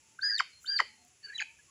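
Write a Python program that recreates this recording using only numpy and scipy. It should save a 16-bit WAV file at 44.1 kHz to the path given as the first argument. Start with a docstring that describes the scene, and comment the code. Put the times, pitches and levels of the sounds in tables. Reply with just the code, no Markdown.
"""A turkey yelps three times among trees: a sine whistle holds high, then drops into a loud chirp.
In the first two yelps it first shoots up. Overtones and air noise pass through throat resonances.
The other side of the syrinx adds a lower, rough tone, and the two combine into sum and difference tones.
Decaying noise gives the echoes. Wavering sines make far birds and coos; filtered noise, leaves and hiss."""
import sys
import numpy as np
from scipy import signal
from scipy.fft import rfft, irfft
from scipy.io import wavfile

SR = 44100
rng = np.random.default_rng(int(sys.argv[2]) if len(sys.argv) > 2 else 0)


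def decibels_to_gain(level_db):
    """Convert a level in decibels to a linear amplitude gain (20 dB per decade)."""
    exponent = np.asarray(level_db, float) / 20
    return 10 ** exponent


def generate_wav(signal):
    """Clip the signal to [-1, 1] and save it as 16-bit WAV at the path in sys.argv[1]."""
    frames = np.transpose(np.atleast_2d(signal))
    scaled = np.clip(frames, -1, 1) * 32767
    pcm = np.round(scaled).astype(np.int16)
    wavfile.write(sys.argv[1], SR, pcm)


N = 74970  # samples


def rms_one(x):
    """Normalisation: scale a signal to unit rms."""
    return x / np.sqrt(np.mean(x ** 2) + 1e-20)


def at_hz(points, hz):
    """Spectral envelope: interpolate levels on a log-frequency axis."""
    point_hz, point_db = np.transpose(points)
    return np.interp(np.log(np.maximum(hz, 1)), np.log(point_hz), point_db)


def drift(rate_hz):
    """Random modulation: two-pole low-passed noise of unit rms."""
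    r = np.exp(-2 * np.pi * rate_hz / SR)
    noise = rng.standard_normal(N + SR)
    return rms_one(signal.lfilter([1], [1, -2 * r, r * r], noise)[SR:])  # first second lets it settle


def coloured(spectrum):
    """Spectral shaping: white noise weighted in frequency, unit rms."""
    weights = decibels_to_gain(at_hz(spectrum, np.arange(N // 2 + 1) * SR / N))
    return rms_one(irfft(rfft(rng.standard_normal(N)) * weights, N))


def hump(start, length):
    """Amplitude envelope: half a sine cycle, zero outside it."""
    return np.sin(np.pi * np.clip((np.arange(N) / SR - start) / length, 0, 1))


def low_pass(x, hz, order):
    """Maximally flat (Butterworth) low-pass filtering."""
    return signal.sosfilt(signal.butter(order, hz, fs=SR, output="sos"), x)


def band_pass(x, band_hz, order):
    """Maximally flat (Butterworth) band-pass filtering."""
    return signal.sosfilt(signal.butter(order, band_hz, "band", fs=SR, output="sos"), x)


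# Spectrum of the background hiss: [f/Hz, relative level per Hz/dB]
HISS_SPECTRUM = [(25, -25.5), (45, -18.5), (68, -4.5), (125, -6), (190, -10.5), (400, -12), (700, -18.5),
                 (1800, -15.5), (2600, -9.5), (4000, -18.5), (7200, -6), (7800, -11.5), (8800, -26.5),
                 (10000, -10), (12300, -36.5), (15200, -29.5), (16000, -41)]


def hiss():
    """Stationary noise: a steady shaped spectrum whose bass alone fluctuates strongly, in lumps."""
    level_db = -65.5  # rms before the fluctuations
    noise = coloured(HISS_SPECTRUM)
    bass = low_pass(noise, 110, order=2)
    steady = (noise - bass) * decibels_to_gain(.7 * drift(5))
    lumpy = bass * decibels_to_gain(4.5 * drift(6))
    return decibels_to_gain(level_db) * (steady + lumpy)


# Far birds and low coos: [start t/s, length/s, f/Hz, level at the peak before blurring/dB]
FAR_CALLS = [(0.02, .15, 880, -76), (.51, .1, 4220, -62), (.82, .23, 4230, -70), (.87, .16, 880, -74),
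             (.96, .2, 720, -75), (1.3, .32, 900, -78), (1.587, .022, 1660, -62), (1.67, .06, 1100, -69),
             (.84, .28, 250, -78), (1.265, .045, 420, -72)]


def far_birds():
    """Frequency modulation: faint wavering sines, their amplitude blurred by distance."""
    blur = 1 + .5 * drift(40)
    waver_hz = 18 * drift(42)
    calls = 0
    for start, length, hz, db in FAR_CALLS:
        tone = np.sin(2 * np.pi * np.cumsum(hz + waver_hz) / SR)
        calls = calls + decibels_to_gain(db) * np.sqrt(2 * hump(start, length)) * tone
    return calls * blur


def track(rows):
    """Glide: pitch interpolated geometrically and sine amplitude in dB, silent outside the table."""
    s, hz, db = np.transpose(rows)
    t = np.arange(N) / SR
    edge = np.clip(np.minimum(t - s[0], s[-1] - t) / .003, 0, 1)  # 3 ms fades
    return np.exp(np.interp(t, s, np.log(hz))), decibels_to_gain(np.interp(t, s, db)) * edge * np.sqrt(2)


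def resonate(x, throat):
    """Parallel resonance: alternating signs leave dark gaps between steep, twice-applied peaks."""
    out = 0
    for k, (hz, width_hz, db) in enumerate(throat):
        r = np.exp(-np.pi * width_hz / SR)
        section = [(1 - r * r) / 2, 0, (r * r - 1) / 2, 1, -2 * r * np.cos(2 * np.pi * hz / SR), r * r]
        out = out + (-1) ** k * decibels_to_gain(db) * signal.sosfilt([section, section], x)
    return out


def whistle_source(rows):
    """Harmonic series: a whistle whose overtones strengthen with effort; returns sound, phase, gain."""
    hz, gain = track(rows)
    # cycles grow uneven as the drop falls below 2600 Hz, fully so below 1300 Hz
    rasp = np.clip(2 - 2 * hz / 2600, 0, 1)
    hz = hz * (1 + .0025 * drift(42) + .07 * rasp * drift(600))
    phase = 2 * np.pi * np.cumsum(hz) / SR
    effort_db = 20 * np.log10(gain + 1e-9) + 25  # amplitude above -25 dB
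    gain = gain * decibels_to_gain(1.3 * drift(120))
    gain = gain * decibels_to_gain(3.5 * rasp * drift(160))
    # the first whistle throbs as it sags
    start, length, throb_hz, depth = 0.28, 0.12, 108, .9
    throb = np.sin(np.pi * throb_hz * (np.arange(N) / SR - start)) ** 2
    gain = gain * (1 - depth * np.sqrt(hump(start, length)) * throb)
    overtones = 0
    for k in range(2, 16):
        fall = decibels_to_gain(-11 * np.log2(k / 2))  # -11 dB per doubling of the multiple
        overtones = overtones + np.sin(k * phase + k * k) * fall * (k * hz < .45 * SR)
    rich_db = -9 - hz / 1000 + .31 * effort_db  # high whistles are purer
    overtones = overtones * decibels_to_gain(rich_db) * (1 + .55 * drift(220))
    return gain * (np.sin(phase) + overtones), phase, gain


def low_source(low_hz, low_gain):
    """Beating: a second partial about 110 Hz above and random modulation roughen the lower tone."""
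    beat_depth, rough_depth, rough_hz = .55, .45, 80
    low_phase = 2 * np.pi * np.cumsum(low_hz * (1 + .01 * drift(18))) / SR
    beat_hz = 110 * (1 + .3 * drift(15))
    beat = beat_depth * np.exp(2j * np.pi * np.cumsum(beat_hz) / SR)
    wobble = 1 + beat + rough_depth * (drift(rough_hz) + 1j * drift(rough_hz))
    wobble = wobble / np.sqrt(1 + beat_depth ** 2 + 2 * rough_depth ** 2)  # unit mean power
    return low_gain * wobble * np.exp(1j * low_phase)


def yelp(whistle_rows, low_rows, throat, sum_db, difference_db, low_breath_db):
    """Source, filter and heterodyning: two voices, throat-filtered air and their combination tones."""
    whistle, phase, gain = whistle_source(whistle_rows)
    low_hz, low_gain = track(low_rows)
    white = rng.standard_normal(N)
    air = decibels_to_gain(-31) * gain * white  # dB relative to the whistle's amplitude
    air = air + decibels_to_gain(low_breath_db) * low_gain * low_pass(white, 3200, order=4)
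    low = low_source(low_hz, low_gain)
    low_voice = band_pass(low.imag, [1250, 2500], order=3)  # the lower tone's own resonance
    # combination tones follow the weaker of the two voices
    carrier = np.exp(1j * phase) * np.minimum(gain / (low_gain + 1e-9), 1)
    sum_tone = decibels_to_gain(sum_db) * carrier * low
    difference_tone = decibels_to_gain(difference_db) * carrier * np.conj(low)
    return resonate(whistle + air, throat) + low_voice + np.imag(sum_tone + difference_tone)


# Whistle of each yelp, before fluctuations and throat: [t/s, f/Hz, effort level/dB]
WHISTLE_TRACKS = [
    [(.207, 3560, -56.5), (.213, 3700, -42.5), (.215, 3740, -47), (.2158, 4250, -47), (.224, 4450, -33.5),
     (.229, 4780, -38), (.255, 4948, -34), (.316, 4878, -32.5), (.33, 4787, -37), (.362, 4465, -27.5),
     (.372, 4148, -37), (.383, 3680, -23.5), (.39, 3050, -32.5), (.394, 2592, -22), (.3965, 2195, -25.5),
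     (.399, 1611, -20.5), (.403, 1350, -19), (.408, 1045, -22), (.411, 810, -33), (.416, 594, -51)],
    [(.654, 2908, -41), (.661, 3050, -48.5), (.662, 3550, -34), (.67, 3747, -40.5), (.671, 4250, -39.5),
     (.685, 4700, -36.5), (.72, 4799, -38), (.763, 4700, -36), (.774, 4447, -27), (.781, 4146, -33.5),
     (.786, 3050, -37), (.79, 2239, -27), (.792, 1850, -27.5), (.7955, 1425, -23.5), (.8015, 1079, -21),
     (.8035, 1001, -23), (.81, 712.5, -23.5), (.815, 500, -25), (.828, 267.6, -44.5)],
    [(1.226, 4350, -62), (1.246, 4600, -44), (1.262, 4530, -45.5), (1.271, 4512, -59), (1.296, 4424, -52),
     (1.318, 4400, -77), (1.328, 4020, -74), (1.344, 3970, -43), (1.362, 3920, -26.5), (1.372, 3850, -41.5),
     (1.378, 3573, -34), (1.381, 3158, -31), (1.389, 2912, -27), (1.3915, 2735, -38.5), (1.395, 2612, -26),
     (1.397, 2460, -46), (1.3995, 2230, -28.5), (1.406, 1657, -25), (1.41, 1400, -24), (1.412, 945, -37),
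     (1.415, 890, -19.5), (1.424, 819, -25.5), (1.432, 779, -60)],
]
# Lower tone of each yelp, before its roughness and resonance; the first yelp's rows begin with a short loud
# tick near 0.19 s: [t/s, f/Hz, level/dB]
LOW_TRACKS = [
    [(.185, 1227, -57.5), (.194, 1510, -36), (.2, 1553, -57), (.224, 1527, -55), (.232, 1650, -34),
     (.245, 1646, -36), (.278, 1675, -36), (.3, 1830, -38.5), (.315, 1621, -37), (.362, 1722, -44.5),
     (.385, 1850, -43)],
    [(.641, 1280, -60), (.648, 1404, -44.5), (.654, 1458, -71), (.676, 1548, -51.5), (.69, 1593, -45),
     (.746, 1644, -41.5), (.762, 1620, -43), (.775, 1590, -56.5), (.788, 1610, -61.5)],
    [(1.226, 1871, -66), (1.25, 1659, -55.5), (1.284, 1532, -53), (1.294, 1704, -47), (1.32, 1615, -50.5),
     (1.334, 1802, -44.5), (1.356, 1930, -54.5), (1.372, 1867, -52.5), (1.385, 1870, -64)],
]
# Throat and beak resonances, first two yelps: [f/Hz, width of a single pass/Hz, level/dB]
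THROAT_AHEAD = [(390, 520, -20), (1026, 840, -6.5), (1350, 780, -2.5), (1850, 690, 3), (3132, 300, -0.5),
                (3680, 200, -8.5), (4840, 797, 5.5), (6195, 180, 0.5), (7225, 430, -2), (10400, 1300, -15)]
# The same in the third yelp, head turned: [f/Hz, width of a single pass/Hz, level/dB]
THROAT_ASIDE = [(770, 264, -30.5), (1610, 590, -11.5), (2324, 470, 1.5), (2635, 410, -14.5),
                (3050, 360, -5.5), (3982, 310, -11), (4600, 510, 0), (6656, 324, 6.5)]
# Sum tone (whistle plus lower tone), one value per yelp: [level factor/dB]
SUM_TONE_DB = [-20, -21.5, -24.5]
# Difference tone (whistle minus lower tone), one value per yelp: [level factor/dB]
DIFFERENCE_TONE_DB = [-31, -15.5, -8.5]
# Air noise beside the lower tone before filtering, one value per yelp: [level re its amplitude/dB]
LOW_AIR_DB = [-26, -24, -3]


def turkey_yelps():
    """Superposition: the three yelps, each with its own tracks, throat and levels."""
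    throats = [THROAT_AHEAD, THROAT_AHEAD, THROAT_ASIDE]
    parts = zip(WHISTLE_TRACKS, LOW_TRACKS, throats, SUM_TONE_DB, DIFFERENCE_TONE_DB, LOW_AIR_DB)
    return sum(yelp(*part) for part in parts)


# Echoes among the trees: [band centre f/Hz, 60 dB decay time/s, band weight/dB]
WOOD_BANDS = [(500, 0.14, -7.5), (1111, 0.078, -24.5), (1964, 0.3, -21), (2563, 0.4, -8),
              (3160, 0.29, -8.5), (4800, 0.3, -11.5), (6960, 0.092, -5)]


def woods(x):
    """Multiple scattering: convolution with noise that decays exponentially, band by band."""
    delay_s, rise_s = 0.0041, 0.0027
    t = np.arange(SR // 2) / SR
    centres = [row[0] for row in WOOD_BANDS]
    edges = np.sqrt(np.multiply([150] + centres, centres + [14000]))  # geometric means of neighbours
    tail = 0
    for (hz, t60, db), low, high in zip(WOOD_BANDS, edges, edges[1:]):
        band = band_pass(rng.standard_normal(len(t)), [low, high], order=2)
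        decay = decibels_to_gain(-60 * t / t60)
        tail = tail + decibels_to_gain(db) * band * decay / np.sqrt(np.sum(decay ** 2))
    onset = np.clip((t - delay_s) / rise_s, 0, 1)
    return signal.fftconvolve(x, tail * onset)[:N]


# Rustles of dry leaves: [centre t/s, length/s, level at the peak before flutter/dB]
LEAF_BRUSHES = [(0.636, 0.087, -58.5), (1.05, 0.0056, -59.5), (1.084, 0.02, -64), (1.575, 0.08, -93)]
# Spectrum of the leaves: [f/Hz, relative level per Hz/dB]
LEAF_SPECTRUM = [(4500, -29), (7400, 2.5), (8500, -24.5), (10100, -10), (12000, -24.5), (14600, -14),
                 (15800, -21)]


def rustle():
    """Friction noise: short bright brushes of dry leaves as enveloped, fluttering noise."""
    noise = coloured(LEAF_SPECTRUM) * decibels_to_gain(2 * drift(110))
    return noise * sum(decibels_to_gain(db) * hump(s - length / 2, length) ** 2 for s, length, db in LEAF_BRUSHES)


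def scene():
    """Superposition: the turkey and its echoes over the background, in one channel."""
    background = hiss() + far_birds()
    turkey = turkey_yelps()
    return (background + turkey + woods(turkey) + rustle())[None]


def roll_off(x):
    """The treble ends steeply here."""
    return signal.sosfilt(signal.butter(12, 15660, fs=SR, output="sos"), x)


def record(dry):
    """Signal chain: the finished mix passes to its last stage."""
    return roll_off(dry)


dry = scene()
out = record(dry)
generate_wav(out)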